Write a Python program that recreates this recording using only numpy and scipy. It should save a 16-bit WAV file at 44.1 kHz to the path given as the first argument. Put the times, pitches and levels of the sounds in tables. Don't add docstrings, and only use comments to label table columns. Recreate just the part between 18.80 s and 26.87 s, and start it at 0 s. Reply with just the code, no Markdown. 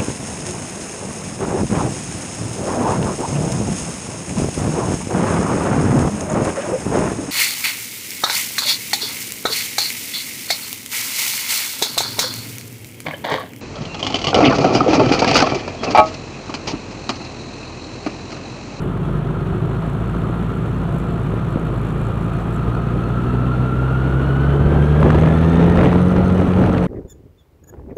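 import sys
import numpy as np
from scipy import signal
from scipy.fft import rfft, irfft, next_fast_len
from scipy.io import wavfile

SR = 44100
rng = np.random.default_rng(int(sys.argv[2]) if len(sys.argv) > 2 else 0)


def file_out(sig):
    cols = np.atleast_2d(sig).T
    lim = np.clip(cols, -1, 1)
    pcm = np.round(lim * 32767).astype(np.int16)
    wavfile.write(sys.argv[1], SR, pcm)


N = 355887
TIME = np.arange(N) / SR

# crank speed in turns per s, buffeting level in dB, rush level in dB (both before a trim).
WIND_BY_SPEED = [(48.3, -29.5, -42.5), (64.4, -27.5, -42), (81.9, -20.5, -34), (92, -21.5, -38)]
# centre in seconds, half length in seconds, added buffeting in dB, added rush in dB.
GUSTS = [(5.89, 0.12, 6.5, -3), (6.26, 0.056, 8.5, 2.5), (6.41, 0.094, 5.5, 4.5), (6.85, 0.087, 5, 2.5),
         (7.04, 0.084, 7, 8), (7.39, 0.046, 2, 1), (7.6, 0.033, 5, 3), (7.84, 0.062, 7, 4),
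         (7.99, 0.044, 2.5, 2)]
# frequency in Hz, relative level in dB.
BUFFET_COLOUR = [(12, -17), (28, -10.5), (50, -0.5), (100, 2), (200, 0), (320, -3), (500, -7.5), (800, -14),
                 (1400, -27), (2500, -36.5), (5000, -56.5), (12000, -67)]
# frequency in Hz, relative level in dB.
RUSH_COLOUR = [(200, -11), (600, 12.5), (1300, 4), (2000, 0.5), (3000, -5.5), (4000, -14.5), (5000, -24.5),
               (8000, -31), (15000, -50)]
# start in seconds, relative level in dB, pitch in Hz.
THUMPS = [(0.905, -22, 257), (1.36, -10, 245), (1.498, -9, 240), (2.331, -11, 241.7), (2.539, -10.5, 390),
          (2.758, -3, 241.8), (2.772, -7, 467.6), (2.815, -15, 315), (6.974, 0, 263.7), (7.157, 0, 455),
          (7.422, -13, 334), (7.835, -2, 329.2), (7.876, -10, 279.5)]
# start in seconds, relative level in dB, pitch in Hz.
KNOCKS = [(6.2287, -9, 1203), (6.2613, -20, 1330), (6.3031, -8.5, 1330), (6.4582, -22, 1700),
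          (6.973, -9, 1354), (7.017, -17, 1324), (7.0305, -14, 1200), (7.085, -19, 1280),
          (7.1287, -13, 1330), (7.1584, -17.5, 1220), (7.364, -13.5, 1340), (7.735, -20, 1669),
          (7.838, -14, 1270), (7.8774, -21, 1410), (7.98, -16, 1741)]

# pitch in Hz, relative level in dB, time to fall 60 dB in seconds.
JINGLE_MODES = [(6860, 6, 0.0059), (7500, 0, 0.02), (7750, 6.5, .008), (8540, 4.5, .006),
                (8960, 6.5, 0.007), (10460, -4, .018), (11150, -2, 0.014), (12590, -6, 0.03)]
# centre in seconds, half length in seconds, added level in dB.
JINGLE_BURSTS = [(.03, 0.067, 13), (1.12, 0.027, 4), (2.18, .12, 3.5), (3.2, .3, 3), (3.61, .02, 6),
                 (3.75, 0.031, 10)]
# frequency in Hz, relative level in dB.
TICK_COLOUR = [(1000, -4), (3200, 6.5), (5000, -3), (6400, 7), (7200, -15), (7800, 2.5), (8500, -4.5),
               (9700, 2.5), (11000, -14), (15500, -20)]
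# frequency in Hz, relative level in dB.
CLATTER_COLOUR = [(150, 1), (380, 4.5), (520, -13.5), (700, -3.5), (1050, 1.5), (1600, -5.5), (2100, -14.5),
                  (2800, -13.5), (3600, -18), (4300, -27), (4900, -34), (6100, -32.5), (9500, -33.5),
                  (12000, -38.5), (15500, -45)]
# pitch in Hz, nominal width in Hz, relative level in dB.
CASING = [(683, 29, 4.5), (1267, 73, 2.5), (1341.5, 89, 4), (4220, 160, -23.5)]
# time in seconds, level in dB.
WHINE = [(0, -62), (3.3, -45), (4.3, -46.5), (4.9, -41.5), (6.9, -40.5), (7.25, -49), (8.07, -59)]
# centre in seconds, half length in seconds, added level in dB.
WHINE_FLARES = [(3.79, .08, 2.5)]

# time in seconds, throttle opening 0-1.
THROTTLE = [(0, 0), (.75, 0), (1.3, .2), (2.2, 0.1), (3.7, 0.27), (4.25, 0.5), (5, 0.68), (6.3, .98),
            (7.1, 1), (8.07, 0.63)]
# time in seconds, turns per s.
SPEED = [(0, 51.2), (.55, 50.4), (.9, 54), (1.55, 57.2), (2.3, 55.4), (3, 54.8), (4, 58.4), (4.9, 63),
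         (5.5, 67.5), (6, 72.8), (6.5, 79.6), (7, 87.6), (7.35, 91.2), (7.8, 92), (8.07, 88.6)]
UNEVEN = [(.25, 0.83), (.55, .14)]
# pitch in Hz, width in Hz, level in dB, dB added at full throttle, dB added when coasting.
BURBLE = [(138.8, 62, -24, -13.5, 0), (361.5, 63, -37, 1, 6)]
# frequency in Hz, relative level in dB.
PIPE = [(80, -11), (110, -8), (135, 10), (175, 5), (205, -8), (245, 3), (280, -5), (355, -1.5), (390, -7),
        (420, 4), (452, 4.5), (480, -5), (548, 2.5), (640, -10.5), (900, -15.5)]
# dB at closed throttle, dB at full throttle.
DRONE = [(-30.5, -22), (-30, -14)]

SHAKE_SPEED, SHAKE_SPEED_WIDTH = 55.9, 4.1
JINGLE_DB, JINGLE_SHAKE_DB = -79.5, 16
TICK_DB, TICK_LOAD_DB = -68.5, 5
TICK_ONSET_SPEED, TICK_ONSET_WIDTH, TICK_FAST_DB = 74, 1.2, 10
CLATTER_DB, CLATTER_LOAD_DB = -38, 2.5
MESH_ORDER = 21.6
WHINE_PEAK_HZ, WHINE_PEAK_WIDTH_HZ, WHINE_PEAK_DB = 1363, 170, 9
COAST_BELOW = 0.11
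EXHAUST_DB, EXHAUST_LOAD_DB = -36.5, 11
BOOM_HZ, BOOM_WIDTH_HZ, BOOM_DB = 75.4, 9.9, 5
EDGE_HZ = 15800


def amp(db):
    return 10 ** (np.asarray(db) / 20)


def unit(x):
    return x / np.sqrt(np.mean(x ** 2) + 1e-20)


def curves(rows):
    s, *columns = np.transpose(rows)
    return [np.interp(TIME, s, column) for column in columns]


def bell(x, centre, width):
    return np.exp(-((x - centre) / width) ** 2)


def swells(rows):
    return sum(np.outer(dbs, bell(TIME, s, half)) for s, half, *dbs in rows)


def noise():
    return rng.standard_normal(N)


def wander(rate_hz):
    points, points_per_s = 16384, 1500
    f = np.fft.rfftfreq(points, 1 / points_per_s)
    slow = irfft(rfft(rng.standard_normal(points)) * np.exp(-(f / rate_hz) ** 2))
    return unit(np.interp(TIME, np.arange(points) / points_per_s, slow))


def colour(x, points):
    hz, db = np.transpose(points)
    size = next_fast_len(N)
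    f = np.fft.rfftfreq(size, 1 / SR)
    gain = amp(np.interp(np.log(f + 1), np.log(hz), db))
    return unit(irfft(rfft(x, size) * gain, size)[:N])


def band(x, low_hz, high_hz):
    return signal.sosfilt(signal.butter(2, [low_hz, high_hz], "band", fs=SR, output="sos"), x)


def resonate(x, hz, width):
    turn = np.exp(2j * np.pi * np.cumsum(hz * np.ones(N)) / SR)
    r = np.exp(-np.pi * width / SR)
    return 2 * (turn * signal.lfilter([1 - r], [1, -r], x / turn)).real


def resonate_twice(x, hz, width):
    return resonate(resonate(x, hz, width), hz, width)


def once_a_turn(turns):
    return np.diff(np.floor(turns), prepend=np.floor(turns[0]))


def per_turn(turns):
    return rng.standard_normal(1000)[np.floor(turns).astype(int) % 1000]


def add(mix, s, sound):
    part = mix[max(round(s * SR), 0):][:len(sound)]
    part += sound[:len(part)]


def unevenness(throttle):
    return np.clip(np.interp(throttle, *np.transpose(UNEVEN)), 0, 1)


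def coasting(throttle):
    return bell(throttle, 0, COAST_BELOW)


def pipe_level(hz, throttle):
    return EXHAUST_DB + EXHAUST_LOAD_DB * throttle + np.interp(hz, *np.transpose(PIPE))


def wind(turns, speed, buffet_db=2, rush_db=4, lumps_db=2.0, crackle_db=5.5, throb_db=3.5, onset_db=-43,
         pops=0.36, pops_per_s=110):
    speeds, *steady_db = np.transpose(WIND_BY_SPEED)
    low_db, high_db = [np.interp(speed, speeds, db) for db in steady_db] + swells(GUSTS)
    eddies = wander(60)
    buffet = colour(noise() * amp(lumps_db * eddies), BUFFET_COLOUR)
    grain_db = crackle_db * 2 * np.tanh((.5 * eddies + wander(380)) / 2)
    grain_db = grain_db + throb_db * np.cos(2 * np.pi * (turns + 0.31))
    crackle = unit(np.tanh(noise()) * (rng.random(N) < pops_per_s / SR))
    rush = colour(unit(noise() * amp(grain_db)) + pops * crackle, RUSH_COLOUR)
    strength = np.sqrt(np.maximum(amp(high_db) ** 2 - amp(onset_db) ** 2, 0))
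    return amp(low_db + buffet_db) * buffet + amp(rush_db) * strength * rush


def jolts(thump_db=-3, knock_db=-6, knock_s=0.0011, cycles=0.28):
    out, t = np.zeros(N), TIME[:SR // 20]
    for s, db, hz in THUMPS:
        u = t * hz / cycles
        add(out, s, -amp(db + thump_db) * u * np.exp(1 - u) * np.sin(2 * np.pi * hz * t))
    for s, db, hz in KNOCKS:
        u = t / knock_s
        grit = unit(band(rng.standard_normal(len(t)), hz * 0.61, hz * 1.28))
        add(out, s, amp(db + knock_db) * grit * u * np.exp(1 - u))
    return out


def overload_ticks(turns, speed, throttle, length=0.087, scatter_db=5.0, lead=0.2):
    fast = 1 / (1 + np.exp((TICK_ONSET_SPEED - speed) / TICK_ONSET_WIDTH))
    db = TICK_DB + TICK_LOAD_DB * throttle + TICK_FAST_DB * fast
    phase = turns + lead
    bursts = np.exp(-(phase % 1) / length) * amp(scatter_db * np.tanh(per_turn(phase)))
    return amp(db) * colour(noise() * bursts, TICK_COLOUR)


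def jingle(turns, speed, scatter_db=3, bounce=.5, bounces_per_s=90):
    shaking = 1 / (1 + ((speed - SHAKE_SPEED) / SHAKE_SPEED_WIDTH) ** 2)
    db = JINGLE_DB + JINGLE_SHAKE_DB * shaking + swells(JINGLE_BURSTS)[0]
    strike_gain = amp(scatter_db * np.clip(per_turn(turns + .5), -2, 2))
    strikes = once_a_turn(turns + 0.071 * wander(40)) * strike_gain
    strikes = strikes + bounce * noise() * (rng.random(N) < bounces_per_s / SR)
    t = TIME[:SR // 20]
    attack = 1 - np.exp(-t / .0004)
    ring = np.zeros(N)
    for hz, level, t60 in JINGLE_MODES:
        mode = attack * amp(level - 60 * t / t60) * np.sin(2 * np.pi * hz * t)
        ring += signal.oaconvolve(strikes * (1 + .5 * noise()), mode)[:N]
    return amp(db) * unit(ring)


def clatter(turns, throttle, throb=0.13, flutter_db=0.97, body_db=3, casing_db=-1.5, casing_load_db=3, flare_db=2.5):
    db = CLATTER_DB + CLATTER_LOAD_DB * throttle
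    drive = noise() * (1 + throb * np.cos(2 * np.pi * turns)) * amp(flutter_db * wander(70))
    body = amp(body_db) * colour(drive, CLATTER_COLOUR)
    shake = noise() * amp(flare_db * wander(22))
    casing = sum(amp(level) * resonate_twice(shake, hz, 1.28 * width) for hz, width, level in CASING)
    return amp(db) * (body + amp(casing_db + casing_load_db * throttle) * unit(casing))


def gears(speed, width_hz=90, octave_width_hz=170, pure=0.7, octave_db=-10):
    db, = curves(WHINE)
    mesh_hz = MESH_ORDER * speed
    lift_db = WHINE_PEAK_DB * bell(mesh_hz, WHINE_PEAK_HZ, WHINE_PEAK_WIDTH_HZ) + swells(WHINE_FLARES)[0]
    core = np.sqrt(2) * np.sin(2 * np.pi * np.cumsum(mesh_hz + 12 * wander(39.8)) / SR)
    fuzz = unit(resonate_twice(noise(), mesh_hz, width_hz))
    octave = unit(resonate_twice(noise(), 2 * mesh_hz, octave_width_hz))
    return amp(db) * (amp(lift_db) * unit(fuzz + pure * core) + amp(octave_db) * octave)


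def burble(turns, throttle):
    firings = once_a_turn(turns + .08 * wander(40.8)) * np.tanh(per_turn(turns + .5))
    out = np.zeros(N)
    for hz, width, db, load_db, coast_db in BURBLE:
        level = db + load_db * throttle + coast_db * coasting(throttle)
        out += amp(level) * unit(band(firings, hz - width / 2, hz + width / 2))
    return out


def exhaust(turns, speed, throttle, half_db=-8, top_order=5.4, ragged_hz=26):
    uneven = unevenness(throttle)
    out = np.zeros(N)
    for k in np.r_[1.5, 2.5, np.arange(3.5, 9.5, .5)]:
        level = pipe_level(k * speed, throttle) + (half_db if k % 1 else 0)
        angle = 2 * np.pi * (k * turns + rng.random())
        ragged = wander(ragged_hz) * np.cos(angle) + wander(ragged_hz) * np.sin(angle)
        line = np.sqrt(2 * (1 - uneven)) * np.cos(angle) + np.sqrt(uneven) * ragged
        out += amp(level) / (1 + (k / top_order) ** 4) * line
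    return out


def drone(turns, speed, throttle, third_db=0.5, coast_db=3, waver_db=1.0, lope=0.79):
    first_db, second_db = (closed + (full - closed) * throttle for closed, full in DRONE)
    levels_db = (first_db + BOOM_DB * bell(speed, BOOM_HZ, BOOM_WIDTH_HZ),
                 second_db - coast_db * coasting(throttle),
                 pipe_level(3 * speed, throttle) + third_db + coast_db * coasting(throttle))
    first, second, third = (np.sqrt(2) * amp(db + waver_db * wander(13)) * np.cos(2 * np.pi * k * turns)
                            for k, db in enumerate(levels_db, 1))
    return first + second + third * (1 + lope * unevenness(throttle) * np.cos(np.pi * turns))


def scene():
    (speed,), (throttle,) = curves(SPEED), curves(THROTTLE)
    turns = np.cumsum(speed) / SR
    air = wind(turns, speed) + jolts()
    overload = overload_ticks(turns, speed, throttle)
    metal = jingle(turns, speed) + clatter(turns, throttle) + gears(speed)
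    pipe = burble(turns, throttle) + exhaust(turns, speed, throttle) + drone(turns, speed, throttle)
    return (air + overload + metal + pipe)[None]


def record(dry):
    clipped = dry / (1 + (dry / .73) ** 8) ** (1 / 8)
    faded = clipped * signal.windows.tukey(N, .001)
    low_pass = signal.firwin(511, EDGE_HZ, window=("kaiser", 9), fs=SR)
    return signal.oaconvolve(faded, low_pass[None], "same")


dry = scene()
out = record(dry)
file_out(out)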